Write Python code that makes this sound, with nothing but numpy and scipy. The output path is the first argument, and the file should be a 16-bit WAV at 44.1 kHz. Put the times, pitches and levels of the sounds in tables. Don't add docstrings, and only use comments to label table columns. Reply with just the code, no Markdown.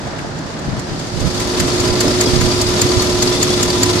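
import sys
import numpy as np
from scipy import signal
from scipy.fft import rfft, irfft
from scipy.io import wavfile

SR = 44100
rng = np.random.default_rng(int(sys.argv[2]) if len(sys.argv) > 2 else 0)


def bounce(signal):
    frames = np.transpose(np.atleast_2d(signal))
    limited = np.clip(frames, -1, 1)
    pcm = np.round(limited * 32767).astype(np.int16)
    wavfile.write(sys.argv[1], SR, pcm)


N = 176400
T = np.arange(N) / SR

# time in seconds, then treble, midrange, hum in dB.
APPROACH = [(0, -17, -15.5, -19.5), (.6, -17, -13.5, -20.5), (.9, -14, -10.5, -14.5),
            (1.12, -10.5, -10.5, -13), (1.35, -4.5, -5.5, -6.5), (1.65, -2, -1.5, -1), (2.051, -1, 0, 1.5),
            (2.4, 0, -1.5, 1), (2.75, 0, -0.5, 0.5), (3.1, 0.5, -0.5, 2), (3.6, 0.5, -0.5, 0.5),
            (4, 0, -0.5, 0.5)]
TREBLE, MIDRANGE, HUM = 1, 2, 3
# frequency in Hz, likeness from 0 to 1.
LIKENESS = [(60, 0.85), (130, 0.58), (290, 0.88), (630, 0.4), (1390, 0.07), (3000, 0)]
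# frequency in Hz, left minus right in dB.
BALANCE = [(60, -5.5), (200, -1), (380, -2.5), (690, 0.5), (1270, -0.5), (1850, -4.5), (2600, 3.5),
           (3700, .5), (5000, 2.5), (8000, 2.5), (14600, 6.5)]
# centre in Hz, width in Hz, boost in dB.
WELL_RESONANCES = [(619, 29, 7), (999, 16, 12), (1200, 37, 5), (1360, 130, 6), (1790, 31, 8.5),
                   (2030, 55, 6.5), (2200, 54, 4.5), (3358, 24, 4), (3630, 23, 4.5), (4460, 44, 5),
                   (4760, 47, 2), (6130, 35, 5), (6600, 55, 3.5), (7600, 99, 1.5), (9450, 330, 2.5),
                   (11600, 500, 2.5), (13700, 300, 12)]

# frequency in Hz, relative spectral density in dB.
WIND_COLOUR = [(10, -17), (22, 0), (60, 3), (120, 3), (250, -3), (500, -21), (1200, -60), (4000, -67)]
SCUFF_COLOUR = [(200, -16), (500, 10), (1000, -5), (1900, -11), (3000, -24), (8000, -50)]
MUFFLED_COLOUR = [(20, -18), (50, -2.5), (110, -3), (160, 4.5), (215, -1.5), (280, -4.5), (420, -8.5),
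                  (520, -9), (680, -7), (1000, -13.5), (1750, -14.5), (2400, -24), (5000, -24.5),
                  (8000, -33), (12000, -68)]
RUSH_COLOUR = [(30, -18), (100, -5), (180, -9), (255, 3.5), (330, -1), (390, -4.5), (450, -0.5), (530, -7),
               (625, -6.5), (740, -11), (1200, -12), (1550, -18), (2700, -14.5), (3500, -13), (5000, -12.5),
               (7000, -16), (8500, -21), (11500, -29.5), (13000, -38), (15000, -61)]
CHURN_COLOUR = [(150, -22), (270, 8), (360, -7), (450, -1), (620, -6.5), (900, -32), (3000, -50)]
CLATTER_COLOUR = [(1000, 3), (2600, -37.5), (3600, 0.5), (4300, 6), (4700, 1), (5300, 6), (6500, -3.5),
                  (8000, -24), (14000, -40)]
SCATTER_COLOUR = [(900, -41), (1600, 0.5), (2600, -3), (4500, 3), (7300, 5.5), (8600, -1), (11500, -5),
                  (14500, -15.5)]
CLACK_COLOUR = [(700, -30), (1300, -5), (1750, -1), (2300, -5), (3600, -9), (6000, -33)]

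# peak time and half length in seconds, level and left minus right in dB.
GUSTS = [(0.687, 0.0082, -14.5, 6), (0.735, 0.014, -15, 19), (0.782, 0.0093, -20, 8),
         (0.925, 0.013, -17.5, 15), (1.184, 0.03, -18, -24), (1.258, 0.024, -11.5, -29),
         (1.618, 0.024, -18, -12), (1.925, 0.015, -16, -16), (2.364, 0.033, -13, -24),
         (2.447, 0.025, -16.5, -8), (2.965, 0.017, -19, -8), (3.213, 0.024, -28, -12)]
# peak time in seconds, pitch in Hz, level and left minus right in dB.
THUMPS = [(0.741, 148, -12, 7), (1.247, 145, -6, -18), (1.264, 110, -10, -16), (2.343, 74, -6, -21),
          (2.852, 112, -6, -13), (2.979, 99, -6, -12)]
# start in seconds, pitch in Hz, level in dB.
KNOCKS = [(.068, 730, -20), (.131, 634, -20), (.241, 670, -21), (.252, 880, -24), (.361, 567, -29),
          (.606, 590, -25), (1.22, 526, -21), (1.238, 440, -18.5)]
# time in seconds, gain in dB.
MUFFLED_MIDRANGE = [(0, 2.5), (.15, 3), (.3, 1), (.45, 1), (.7, 2.5), (1.1, -1), (1.5, 3.5), (4, -0.5)]
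# multiple of the engine cycle rate, level in the wheel well in dB.
EXHAUST_ORDERS = [(8, -36.5), (11, -40.5), (13, -37.5), (16, -32), (18, -45), (21, -26.5), (22, -40),
                  (24, -27.5), (28, -33), (42, -32.5), (51, -36.5)]
# peak time in seconds, level in dB.
CHURN_SWELLS = [(2.06, -16.5), (2.275, -17.5), (2.48, -17), (2.9, -17), (3.09, -18)]
# centre in Hz, width in Hz.
RATTLE_BANDS = [(4710, 490), (3500, 310)]
# time in seconds, upper and lower level in dB.
RATTLE_LEVELS = [(0, -56, -60), (.7, -50, -60), (1, -41, -57), (1.4, -36, -42), (2.4, -32, -46),
                 (3.1, -38, -39), (3.7, -40, -33), (4, -38, -39)]
# place in the cycle from 0 to 1, relative level in dB,
# amount of bright scatter from 0 to 1, ping pitch in Hz.
SOFT_VALVES = [(.115, 0.5, 0.76, 4200), (.228, 4, 0.24, 4700), (0.351, 3, 0.65, 5090),
               (.478, 3, 0.14, 4700), (.588, -1.5, 0, 4670), (.722, 1.5, 0, 4800), (0.859, 2, 0, 3600),
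               (0.963, 4, 0.1, 4400)]
# start in seconds, pitch in Hz, relative level in dB.
CLEAR_PINGS = [(1.718, 4320, -13), (1.875, 4990, -12), (1.904, 4650, -14), (1.926, 5140, -17),
               (1.953, 4420, -14), (2.078, 5230, -10), (2.108, 4870, -16), (2.26, 4900, -8.5),
               (2.273, 3330, -15), (2.359, 4600, -9.5), (2.482, 4840, -15), (2.515, 4670, -12.5),
               (2.613, 4700, -11), (2.666, 4750, -13), (2.766, 4680, -15), (2.797, 3625, -19),
               (2.836, 3600, -17), (2.892, 4600, -12), (2.916, 4800, -12), (2.995, 4500, -9),
               (3.07, 4760, -20), (3.121, 4680, -18), (3.273, 4720, -9), (3.366, 3580, -16),
               (3.414, 3580, -12), (3.51, 3400, -15), (3.539, 3560, -12), (3.702, 4630, -8.5),
               (3.774, 3670, -17), (3.906, 5100, -23), (3.987, 4520, -15)]
# time in seconds, then relative level, ring and clack in dB.
LOUD_TICKS = [(0.19, -21.5, -7, 12), (.389, -24, -2, -5), (0.594, -21, -6, -5), (0.796, -15.5, -8, -8),
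              (0.998, -21.5, 3, -8), (1.204, -15, -7, -8), (1.402, -11, -4, 3.5), (1.602, -2, -4, 1.5),
              (1.805, -9, 0.5, -8), (2.008, 1, -7, -5), (2.213, -.5, -1, -0.5), (2.414, -6, -4.5, 5),
              (2.617, -3.5, -3, -15), (2.819, -2, 1.5, -1), (3.024, -5, -5, 1), (3.227, -1.5, -1.5, -12),
              (3.431, -2.5, 1.5, -4), (3.632, -1.5, -1.5, -13), (3.8349, -3, 5, 0)]
# offset in seconds, gain of scatter and clack in dB, ring in dB.
CONTACTS = [(-.0065, -10, -4), (-.003, 0.5, 8), (-.0008, 3.5, 5.5), (.0012, -5.5, 1)]
# frequency in Hz, relative level in dB, T60 in seconds.
VALVE_MODES = [(4660, 2.5, 0.0086), (6350, -6, 0.0081), (6890, 0, 0.024), (7330, 0.5, 0.016),
               (7630, 2, 0.0053), (11330, -14, .01), (13900, -15, .012)]

SCATTER_RISE_S, SCATTER_T60_S = .0007, .048
CLATTER_RISE_S, CLATTER_T60_S = .0018, .091
PING_RISE_S, PING_T60_S = .0015, .04
IMPACT_SAMPLES = 4096
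FREQS = np.fft.rfftfreq(N, 1 / SR)


def amp(db):
    return 10 ** (np.asarray(db) / 20)


def unit(x):
    return x / np.sqrt(np.mean(x ** 2) + 1e-20)


def read(points, hz):
    freqs, values = np.transpose(points)
    return np.interp(np.log(hz + 1), np.log(freqs), values)


def add(mix, start_s, sound):
    at = round(start_s * SR)
    if 0 <= at < N:
        mix[:, at:at + sound.shape[1]] += sound[:, :N - at]


def drift(hz):
    return unit(irfft(rfft(rng.standard_normal(N)) * np.exp(-(FREQS / hz) ** 2) * (FREQS > 0), N))


def noise(colour, resonances=(), size=N):
    hz = np.fft.rfftfreq(size, 1 / SR)
    left, separate = rfft(rng.standard_normal((2, size)))
    likeness = np.clip(read(LIKENESS, hz), 0, 1)
    right = likeness * left + np.sqrt(1 - likeness ** 2) * separate
    boost_db = sum(db / (1 + (2 * (hz - centre) / width) ** 2) for centre, width, db in resonances)
    return unit(irfft(np.array([left, right]) * amp(read(colour, hz) + boost_db), size))


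def swell(peak_s, half_s):
    return np.exp(-((T - peak_s) / half_s) ** 2 / 2)


def strike(rise_s, t60_s, size=IMPACT_SAMPLES):
    return (1 - np.exp(-T[:size] / rise_s)) * np.exp(-np.log(1000) * T[:size] / t60_s)


def burst(colour, rise_s, t60_s):
    return noise(colour, WELL_RESONANCES, IMPACT_SAMPLES) * strike(rise_s, t60_s)


def ping(hz, rise_s=PING_RISE_S, t60_s=PING_T60_S, size=IMPACT_SAMPLES):
    return strike(rise_s, t60_s, size) * np.sin(2 * np.pi * (hz * T[:size] + rng.random((2, 1))))


def pan(side_db):
    return amp(np.minimum([[side_db], [-side_db]], 0))


def approach(column):
    rows = np.array(APPROACH)
    return amp(np.interp(T, rows[:, 0], rows[:, column]))


def cycle_starts():
    ticks = np.array(LOUD_TICKS)[:, 0]
    period = np.diff(ticks).mean()
    return np.r_[ticks[0] - period, ticks, ticks[-1] + period]


def bodywork_shadow(sound, above_hz=9800, full_shadow_db=-9):
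    top = irfft(rfft(sound) / (1 + (above_hz / (FREQS + 1)) ** 10), N)
    hidden = 1 - np.minimum(2 * approach(TREBLE), 1)
    return sound + top * (amp(full_shadow_db * hidden) - 1)


def wind(draught_db=-27.5):
    strength = sum(amp(db) * pan(side_db) * swell(s, half_s) for s, half_s, db, side_db in GUSTS)
    strength[1] += amp(draught_db) * approach(MIDRANGE)
    return strength * np.array([noise(WIND_COLOUR)[0], noise(WIND_COLOUR)[0]])


def wind_thumps(half_cycles=.67):
    out = np.zeros((2, N))
    for s, hz, db, side_db in THUMPS:
        swing = np.sin(2 * np.pi * ((T - s) * hz + rng.random()))
        out += amp(db) * pan(side_db) * swell(s, half_cycles / hz) * swing
    return out


def dull_knocks(ring_db=-2):
    out = np.zeros((2, N))
    envelope = strike(rise_s=.003, t60_s=.065)
    for s, hz, db in KNOCKS:
        ring = amp(ring_db) * np.sin(2 * np.pi * hz * T[:IMPACT_SAMPLES])
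        scuff = noise(SCUFF_COLOUR, size=IMPACT_SAMPLES)
        add(out, s, amp(db) * envelope * (ring + scuff))
    return out


def muffled_engine(level_db=-26.5, mid_band_hz=(580, 3000)):
    body = amp(level_db) * noise(MUFFLED_COLOUR)
    mid = signal.sosfiltfilt(signal.butter(2, mid_band_hz, "bandpass", fs=SR, output="sos"), body)
    mid_gain = amp(np.interp(T, *np.transpose(MUFFLED_MIDRANGE)))
    return body + mid * (mid_gain - 1)


def exhaust_throb(waver=.4):
    starts = cycle_starts()
    cycles = np.interp(T, starts, np.arange(len(starts)))
    tones = sum(amp(db) * (1 + waver * drift(4.6)) * np.sin(2 * np.pi * (order * cycles + rng.random()))
                for order, db in EXHAUST_ORDERS)
    return tones * approach(MIDRANGE) ** .99


def belt_and_fan(level_db=-18, flutter_db=1.33, split_hz=2500):
    rush = amp(level_db + flutter_db * drift(55)) * noise(RUSH_COLOUR, WELL_RESONANCES)
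    low = signal.sosfiltfilt(signal.butter(2, split_hz, fs=SR, output="sos"), rush)
    return low * approach(MIDRANGE) + (rush - low) * approach(TREBLE)


def churn():
    return noise(CHURN_COLOUR) * sum(amp(db) * swell(s, half_s=.012) for s, db in CHURN_SWELLS)


def alternator_hum(hz=359.6, waver_hz=1.0, level_db=-18.5, flutter=.11):
    turns = np.cumsum(hz + waver_hz * drift(4.6)) / SR
    return amp(level_db) * approach(HUM) * (1 + flutter * drift(30)) * np.sin(2 * np.pi * turns)


def valve_train_rattle(flutter_db=3):
    out = np.zeros((2, N))
    times, *levels = np.transpose(RATTLE_LEVELS)
    for (centre, width), db in zip(RATTLE_BANDS, levels):
        contacts = rfft(rng.standard_normal((2, N)))
        ring = unit(irfft(contacts / (1 + (2 * (FREQS - centre) / width) ** 2), N))
        out += ring * amp(np.interp(T, times, db)) * unit(amp(flutter_db * drift(60)))
    return out


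def soft_valves(level_db=-22, spread_db=.8, jitter_s=.00091, ping_db=-1.5):
    out, starts = np.zeros((2, N)), cycle_starts()
    for start, period in zip(starts, np.diff(starts)):
        for place, db, bright, hz in SOFT_VALVES:
            late_s, stray_db = rng.standard_normal(2) * (jitter_s, spread_db)
            clatter = (1 - bright / 2) * burst(CLATTER_COLOUR, CLATTER_RISE_S, CLATTER_T60_S)
            scatter = bright * burst(SCATTER_COLOUR, SCATTER_RISE_S, SCATTER_T60_S)
            tick = clatter + scatter + amp(ping_db) * ping(hz)
            add(out, start + place * period + late_s, amp(level_db + db + stray_db) * tick)
    for s, hz, db in CLEAR_PINGS:
        add(out, s, amp(db) * (ping(hz) + .45 * burst(CLATTER_COLOUR, CLATTER_RISE_S, PING_T60_S)))
    return out * approach(TREBLE) ** .94


def loud_valve(ring_trim_db=-15.5, scatter_trim_db=-15.5, clack_trim_db=-20.52):
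    out = np.zeros((2, N))
    for s, db, ring_db, clack_db in LOUD_TICKS:
        for offset_s, contact_db, contact_ring_db in CONTACTS:
            ring = sum(amp(mode_db) * ping(hz, rise_s=.0002, t60_s=t60_s, size=2048)
                       for hz, mode_db, t60_s in VALVE_MODES)
            add(out, s + offset_s, amp(db + ring_trim_db + ring_db + contact_ring_db) * ring)
            scatter = amp(scatter_trim_db) * burst(SCATTER_COLOUR, SCATTER_RISE_S, SCATTER_T60_S)
            clack = amp(clack_trim_db + clack_db) * burst(CLACK_COLOUR, SCATTER_RISE_S, t60_s=.064)
            add(out, s + offset_s, amp(db + contact_db) * (scatter + clack))
    return out


def scene():
    valves = loud_valve() + soft_valves() + valve_train_rattle()
    engine = bodywork_shadow(valves + belt_and_fan() + muffled_engine())
    engine = engine + exhaust_throb() + alternator_hum() + churn()
    lean_db = read(BALANCE, FREQS)
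    engine = irfft(rfft(engine) * amp([lean_db / 2, -lean_db / 2]), N)
    return engine + wind() + wind_thumps() + dull_knocks()


def record(dry):
    lowpass = signal.firwin(511, 14850, window=("kaiser", 9), fs=SR)
    return signal.oaconvolve(np.clip(dry, -1, 1), lowpass[None], "same")


dry = scene()
out = record(dry)
bounce(out)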